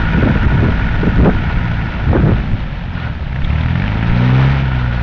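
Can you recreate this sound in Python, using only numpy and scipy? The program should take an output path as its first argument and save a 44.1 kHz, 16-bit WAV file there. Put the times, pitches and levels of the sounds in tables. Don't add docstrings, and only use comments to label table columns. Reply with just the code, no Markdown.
import sys
import numpy as np
from scipy import signal
from scipy.fft import rfft, irfft, next_fast_len
from scipy.io import wavfile
from scipy.ndimage import uniform_filter1d

SR = 44100
rng = np.random.default_rng(int(sys.argv[2]) if len(sys.argv) > 2 else 0)


def inscribe(sig):
    pcm = np.round(np.clip(np.atleast_2d(sig).T, -1, 1) * 32767)
    wavfile.write(sys.argv[1], SR, pcm.astype(np.int16))


N = 221509
T = np.arange(N) / SR

# time_s, firing_rate_hz
SPEED = [(0, 55.56), (.3, 55.86), (.5, 54.93), (.78, 54.25), (1, 54.09), (1.21, 57.85), (1.59, 57.99),
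         (1.96, 54.72), (2.29, 56.33), (2.71, 45.48), (3.01, 41.93), (3.17, 35.88), (3.33, 32.18),
         (3.74, 42.46), (3.9, 52.87), (4.5, 68.71), (4.65, 66), (4.88, 60.3), (5.02, 59)]
# time_s, throttle (0 shut - 1 full)
THROTTLE = [(0, 0.39), (2.4, 0.27), (2.53, .05), (2.83, 0), (2.97, 0.33), (3.26, 0.12), (3.5, 0.61),
            (3.95, 0.64), (4.48, 0.9), (4.7, 0.39), (5.02, 0.44)]
# time_s, tail_on (0 side on - 1 tailpipe towards the listener)
TAIL_ON = [(0, 0), (1.5, 0.38), (2.5, 0.68), (4.4, 0.63), (5.02, 1)]
BLOW_RISE_S = .0005


def undb(db):
    return 10 ** (np.asarray(db) / 20)


def curve(rows):
    return np.interp(T, *np.transpose(rows))


def unit(x):
    return x / np.sqrt(np.mean(x ** 2))


def noise():
    return rng.standard_normal(N)


def walk(rate_hz):
    size = int(SR / rate_hz)
    smooth = uniform_filter1d(noise(), size)
    return unit(uniform_filter1d(smooth, size))


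def colour(x, points):
    hz, db = np.transpose(points)
    size = next_fast_len(N + SR // 2, True)
    f = np.maximum(np.fft.rfftfreq(size, 1 / SR), 1)
    gain = undb(np.interp(np.log(f), np.log(hz), db))
    cepstrum = irfft(np.log(gain), size)
    cepstrum[1:size // 2] *= 2
    cepstrum[size // 2 + 1:] = 0
    response = np.exp(rfft(cepstrum))
    return irfft(rfft(x, size) * response, size)[:N]


def butter(x, hz, kind, order):
    return signal.sosfilt(signal.butter(order, hz, kind, fs=SR, output="sos"), x)


def steady(x):
    power = uniform_filter1d(uniform_filter1d(x ** 2, SR // 10), SR // 10)
    return x / np.sqrt(power + 1e-12)


def swell(middle_s, length_s, edge_s):
    return .5 + .5 * np.tanh((length_s / 2 - abs(T - middle_s)) / edge_s)


def burst(when_s, hz, width_hz, decay_s):
    age = np.arange(SR // 20) / SR
    edges = [hz / (1 + width_hz / hz / 2), hz + width_hz / 2]
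    sos = signal.butter(2, edges, "bandpass", fs=SR, output="sos")
    band = signal.sosfilt(sos, rng.standard_normal(2 * len(age)))[len(age):]
    fade = (1 - np.exp(-age / BLOW_RISE_S)) * np.exp(-age / decay_s)
    band = band / np.sqrt(np.average(band ** 2, weights=fade ** 2))
    ring = band * fade / fade.max()
    return np.pad(ring, (int(when_s * SR), N))[:N]


def driven(law):
    base_db, throttle_db, octave_db, tail_db = law
    octaves = np.log2(curve(SPEED) / 55)
    return base_db + throttle_db * curve(THROTTLE) + octave_db * octaves + tail_db * curve(TAIL_ON)


def exhaust(turns, wobble_db=1.33, half_wobble_db=3.5, lead=-0.088, puff_db=-25):
    # multiple_of_firing_rate, level_db; the halves come from unequal cylinders
    order_levels = [(.5, -19.5), (1, -1.5), (1.5, -28), (2, 0), (2.5, -15), (3, -3.5), (3.5, -15), (4, -5),
                    (4.5, -24), (5, -13.5), (5.5, -30.5), (6, -16), (6.5, -20.5), (7, -22), (8, -17)]
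    # pitch_hz, level_db
    pipe = [(20, -5), (35, -11.5), (45, 5.5), (56, 7), (70, 7), (90, 1.5), (112, 3.5), (132, 8), (152, 0.5),
            (174, 6), (207, 1), (226, -0.5), (246, 8.5), (268, -0.5), (295, -2.5), (450, -7), (800, -1)]
    exhaust_law = (-37, 15, 2.5, 8.5)
    boom_law = (10.5, -15.5, 9, -8.5)
    bite_law = (1, 10.5, -7.5, -13.5)
    boom_db, bite_db = driven(boom_law), driven(bite_law)
    gas = 0
    for order, db in order_levels:
        effort_db = boom_db if order == 1 else bite_db * np.clip(order - 2, 0, 1)
        unsteady_db = (half_wobble_db if order % 1 else wobble_db) * walk(5.7)
        wave = np.sqrt(2) * np.cos(2 * np.pi * order * (turns + lead))
        gas = gas + undb(db + effort_db + unsteady_db) * wave
    puffs = noise() * (1 + np.cos(2 * np.pi * turns))
    puffs = butter(butter(puffs, 340, "lowpass", order=3), 160, "highpass", order=2)
    gas = gas + unit(puffs) * undb(puff_db + bite_db / 2)
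    return colour(gas * undb(driven(exhaust_law)), pipe)


def rasp(turns, second_db=-5, weak_db=-6, scatter_db=0.0):
    # pitch_hz, level_db
    tailpipe = [(200, -11.5), (380, -4), (490, 5), (560, -4.5), (680, 6.5), (900, 6), (1100, -9.5),
                (1450, -3), (2000, -5.5), (3000, -17), (5000, -35)]
    rasp_law = (-47, 14, 8, 4)
    half = np.floor(2 * turns).astype(int)
    clicks = np.diff(half, prepend=half[0])
    strength_db = second_db * (half % 2) + weak_db * (half // 2 % 2) + scatter_db * noise()[half]
    edges = clicks * undb(strength_db)
    return steady(colour(edges, tailpipe)) * undb(driven(rasp_law))


def clatter(turns, hz, lag_s=0.00084, scatter_db=-1.0, grain_db=2, valve_db=4, knock_hz=1800, knock_spread_hz=520):
    # pitch_hz, level_db (per Hz)
    block = [(120, -27), (300, 8.5), (500, -1), (750, 2.5), (940, 5.5), (1080, -8), (1350, 0.5),
             (1750, 2.5), (2050, -1), (2450, -2), (3600, -8.5), (4500, -17.5), (6200, -19.5), (7500, -41.5)]
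    # pitch_hz, width_hz, level_db
    panels = [(933, 26, -15), (1318, 76, -11.5), (1730, 150, -20.5), (2170, 40, -15.5)]
    clatter_law = (-28, 9.5, 7.5, -8.5)
    knock_law = (-12, 5.5, -6, 6)
    knock_s = .0045
    turns = turns - lag_s * hz
    age = turns % 1 / hz
    force = undb(scatter_db * noise()[np.floor(turns).astype(int)])
    ring = np.sin(2 * np.pi * np.cumsum(knock_hz + knock_spread_hz * walk(2400)) / SR)
    blows = force * np.exp(-(age / knock_s) ** 2) * ring
    knock = steady(colour(blows, block)) * undb(driven(knock_law))
    valves = np.cos(4 * np.pi * turns)
    drive = undb(grain_db * walk(300) + valve_db * curve(THROTTLE) * valves) * noise()
    rattle = unit(colour(drive, block))
    for f, width, db in panels:
        panel = signal.lfilter(*signal.iirpeak(f, f / width, fs=SR), drive)
        rattle = rattle + undb(db) * unit(panel)
    return steady(knock + rattle) * undb(driven(clatter_law))


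def hard_knocks(ring_hz=1800, width_hz=1200, decay_s=0.0036):
    # time_s, level_db
    knock_rows = [(1.464, -31), (1.532, -27), (1.572, -30), (1.653, -24), (1.672, -29), (1.759, -32),
                  (1.813, -24), (1.866, -27.5), (1.939, -25), (1.998, -28), (3.329, -25.5), (3.36, -23.5),
                  (3.418, -26.5), (3.447, -26), (3.478, -29), (3.504, -24.5), (3.531, -25), (3.558, -24),
                  (3.584, -26.5), (3.61, -27), (3.634, -26), (3.659, -23), (3.684, -21.5), (3.707, -23.5),
                  (3.755, -18), (3.798, -20), (3.82, -20), (3.839, -25), (3.878, -21.5), (3.896, -32),
                  (3.919, -23), (4.026, -19.5), (4.096, -19), (4.129, -22), (4.262, -23.5), (4.277, -22),
                  (4.301, -25), (4.417, -29), (4.447, -26), (4.476, -23)]
    return sum(undb(db) * burst(when, ring_hz, width_hz, decay_s) for when, db in knock_rows)


def belt(turns, offset=0.39, tug_db=3.5, evenness=0.98):
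    # pitch_hz, width_hz, level_db, swing_db (up and down over the engine cycle)
    pulleys = [(1456, 31, -2.5, 4), (958.6, 32, -11, 5.5), (1828, 190, -10.5, 3)]
    # start_s, end_s, level_db (side on)
    slips = [(-.1, 0.74, -24.5), (.75, 1.52, -24.5), (1.5, 2.41, -26), (2.96, 3.12, -23),
             (4.08, 4.6, -24.5), (4.661, 5.8, -19)]
    slip_edge_s, hidden_db = 0.021, -12.5
    cycle = np.tanh(2 * np.cos(2 * np.pi * (turns / 4 + offset)))
    tug = tug_db * np.cos(2 * np.pi * turns)
    chirp = 0
    for hz, width, db, swing_db in pulleys:
        band = butter(noise(), hz - width / 2, "highpass", order=4)
        band = butter(band, hz + width / 2, "lowpass", order=4)
        ring = signal.lfilter(*signal.iirpeak(hz, hz / width, fs=SR), signal.hilbert(band))
        ring = ring.real / (abs(ring) + 1e-9) ** evenness
        chirp = chirp + undb(db) * unit(ring * undb(swing_db * cycle + tug))
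    slip = 0
    for start, end, db in slips:
        slip = slip + undb(db) * swell((start + end) / 2, end - start, slip_edge_s)
    return slip * chirp * undb(hidden_db * curve(TAIL_ON))


def clinks(width_hz=450):
    # time_s, level_db, pitch_hz
    clink_rows = [(0.825, -22, 2260), (.842, -21, 1750), (0.911, -29, 1830), (3.445, -21, 3510),
                  (3.609, -25, 3520), (3.634, -29, 3550), (4.356, -19, 2300)]
    return sum(undb(db) * burst(when, hz, width_hz, decay_s=.0035) for when, db, hz in clink_rows)


def water(count=4000, low_hz=480, high_hz=4000, cycles=5, spread_db=3, wash_db=0, surge_db=1.85, spray_db=-15):
    water_law = (-37.5, 8.5, 3.5, 3.5)
    bubbles = np.zeros(N + SR)
    for when, size, chance in rng.random((count, 3)):
        hz = low_hz * (high_hz / low_hz) ** size
        age = np.arange(int(4 * cycles * SR / hz)) * hz / SR
        bubble = np.exp(-age / cycles) * np.sin(2 * np.pi * age * (1 + 0.059 * age / cycles))
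        start = int(when * N)
        bubbles[start:start + len(age)] += bubble * undb(-spread_db * np.log(0.015 + chance))
    wash_tone = [(150, -11.0), (600, 5.0), (1500, -1.0), (3000, -2.0), (6000, -17.5), (8000, -60.0)]
    spray_tone = [(1500, -27.5), (3500, 4.5), (4600, -7.0), (6200, -19.0), (7500, -50.0)]
    wash = unit(colour(noise(), wash_tone))
    spray = unit(colour(noise(), spray_tone))
    churn = unit(bubbles[:N]) + undb(wash_db) * wash
    churn = unit(churn * undb(surge_db * walk(24)))
    return (churn + undb(spray_db) * spray) * undb(driven(water_law))


def spatter(count=900, low_hz=2300, high_hz=5500, ring_s=0.013, spread_db=4, level_db=-47, tail_on_db=-3):
    drops = np.zeros(N + SR)
    age = np.arange(SR // 50) / SR
    fade = (1 - np.exp(-age / BLOW_RISE_S)) * np.exp(-age / ring_s)
    for when, size, chance in rng.random((count, 3)):
        hz = low_hz * (high_hz / low_hz) ** size
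        drop = fade * np.sin(2 * np.pi * hz * age)
        loudness = (low_hz / hz) ** 2 * undb(-spread_db * np.log(0.014 + chance))
        start = int(when * N)
        drops[start:start + len(age)] += drop * loudness
    return unit(drops[:N]) * undb(level_db + tail_on_db * curve(TAIL_ON))


def wind(ragged_db=2.5, crackle_db=-17, wake_db=-12, wake_s=0.041):
    # time_s, level_db
    breeze = [(0, -16), (1.3, -14), (1.45, -17.5), (2, -21.5), (2.15, -19), (2.55, -17), (2.8, -23.5),
              (3.6, -24), (5.02, -23)]
    # middle_s, length_s, level_db (of the eddies), corner_hz (upper limit of the eddies)
    gusts = [(0.152, 0.02, -11.5, 221), (0.188, 0.034, -11, 215), (0.236, 0.023, -5, 270),
             (0.267, 0.03, -10, 264), (0.303, 0.017, -7.5, 200), (0.361, 0.011, -9, 259),
             (0.45, 0.055, -8, 97), (0.538, 0.039, -11, 190), (0.599, 0.048, -15, 213),
             (0.644, 0.053, -9.5, 275), (0.689, 0.02, -9.5, 265), (1.037, 0.011, -10, 295),
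             (1.077, 0.018, -9, 266), (1.199, 0.063, -5, 148), (1.233, 0.075, -6, 215),
             (1.277, 0.044, -3.5, 332), (1.365, 0.028, -14, 79), (1.584, 0.031, -11, 60),
             (2.1, 0.063, -10, 172), (2.133, 0.0088, -9, 358), (2.16, 0.018, -8, 384),
             (2.19, 0.045, -10.5, 219), (2.248, 0.039, -7.5, 213), (2.285, 0.04, -5, 219),
             (2.322, 0.032, -8.5, 196), (2.374, 0.089, -17.5, 139.4), (2.535, 0.041, -11, 70),
             (3.443, 0.017, -10.5, 45.5), (4.094, 0.062, -13, 44.3)]
    sway_db, edge_share = 1, .1
    rumble_tone = [(8, -21.5), (20, 1.0), (50, -3.5), (90, -4.0), (160, -5.5), (250, -14.0), (400, -34.5), (1000, -55.0)]
    crackle_tone = [(150, -18.5), (350, 2), (650, -7), (900, -15.0), (1500, -8.5), (4000, -51.5)]
    rumble = steady(colour(noise(), rumble_tone))
    out = rumble * undb(curve(breeze) + sway_db * walk(2.8))
    ragged = undb(ragged_db * walk(30))
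    crackle = unit(colour(noise() * undb(4.2 * walk(82)), crackle_tone))
    for middle, length, db, corner_hz in gusts:
        eddies = butter(noise(), corner_hz, "lowpass", order=3)
        eddies = ragged * butter(eddies, corner_hz / 4, "highpass", order=2)
        gate = swell(middle, length, length * edge_share)
        eddies = eddies / np.sqrt(np.average(eddies ** 2, weights=gate))
        wake = undb(wake_db) * (T > middle) * np.exp(-abs(T - middle) / wake_s)
        buffet = eddies + crackle * undb(crackle_db) * corner_hz / 220
        out = out + undb(db) * np.maximum(gate, wake) * buffet
    return out


def slaps():
    # time_s, peak_db, centre_hz
    slap_rows = [(0.23, -9.5, 420), (.276, -7.5, 440), (0.686, -7.5, 420), (1.265, -13, 600),
                 (2.131, -4, 560), (2.152, -4, 520), (2.276, -12.5, 480), (2.319, -8.5, 400)]
    out = 0
    for when, db, hz in slap_rows:
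        angle = 2 * np.pi * hz * (T - when)
        out = out - undb(db) * angle * np.exp((1 - angle ** 2) / 2)
    return out


def scene(firing_s=3.445):
    hz = curve(SPEED)
    turns = np.cumsum(hz) / SR
    turns = turns - np.interp(firing_s, T, turns)
    turns = turns + .007 * walk(29)
    engine = exhaust(turns) + rasp(turns) + clatter(turns, hz) + hard_knocks() + belt(turns)
    return (engine + clinks() + water() + spatter() + wind() + slaps())[None]


def record(dry, ceiling=0.58, knee=7):
    clipped = dry / (1 + abs(dry / ceiling) ** knee) ** (1 / knee)
    dull = butter(clipped, 3870, "lowpass", order=2)
    cut_hz = 6900
    return signal.sosfilt(signal.ellip(8, .2, 80, cut_hz, fs=SR, output="sos"), dull)


dry = scene()
out = record(dry)
inscribe(out)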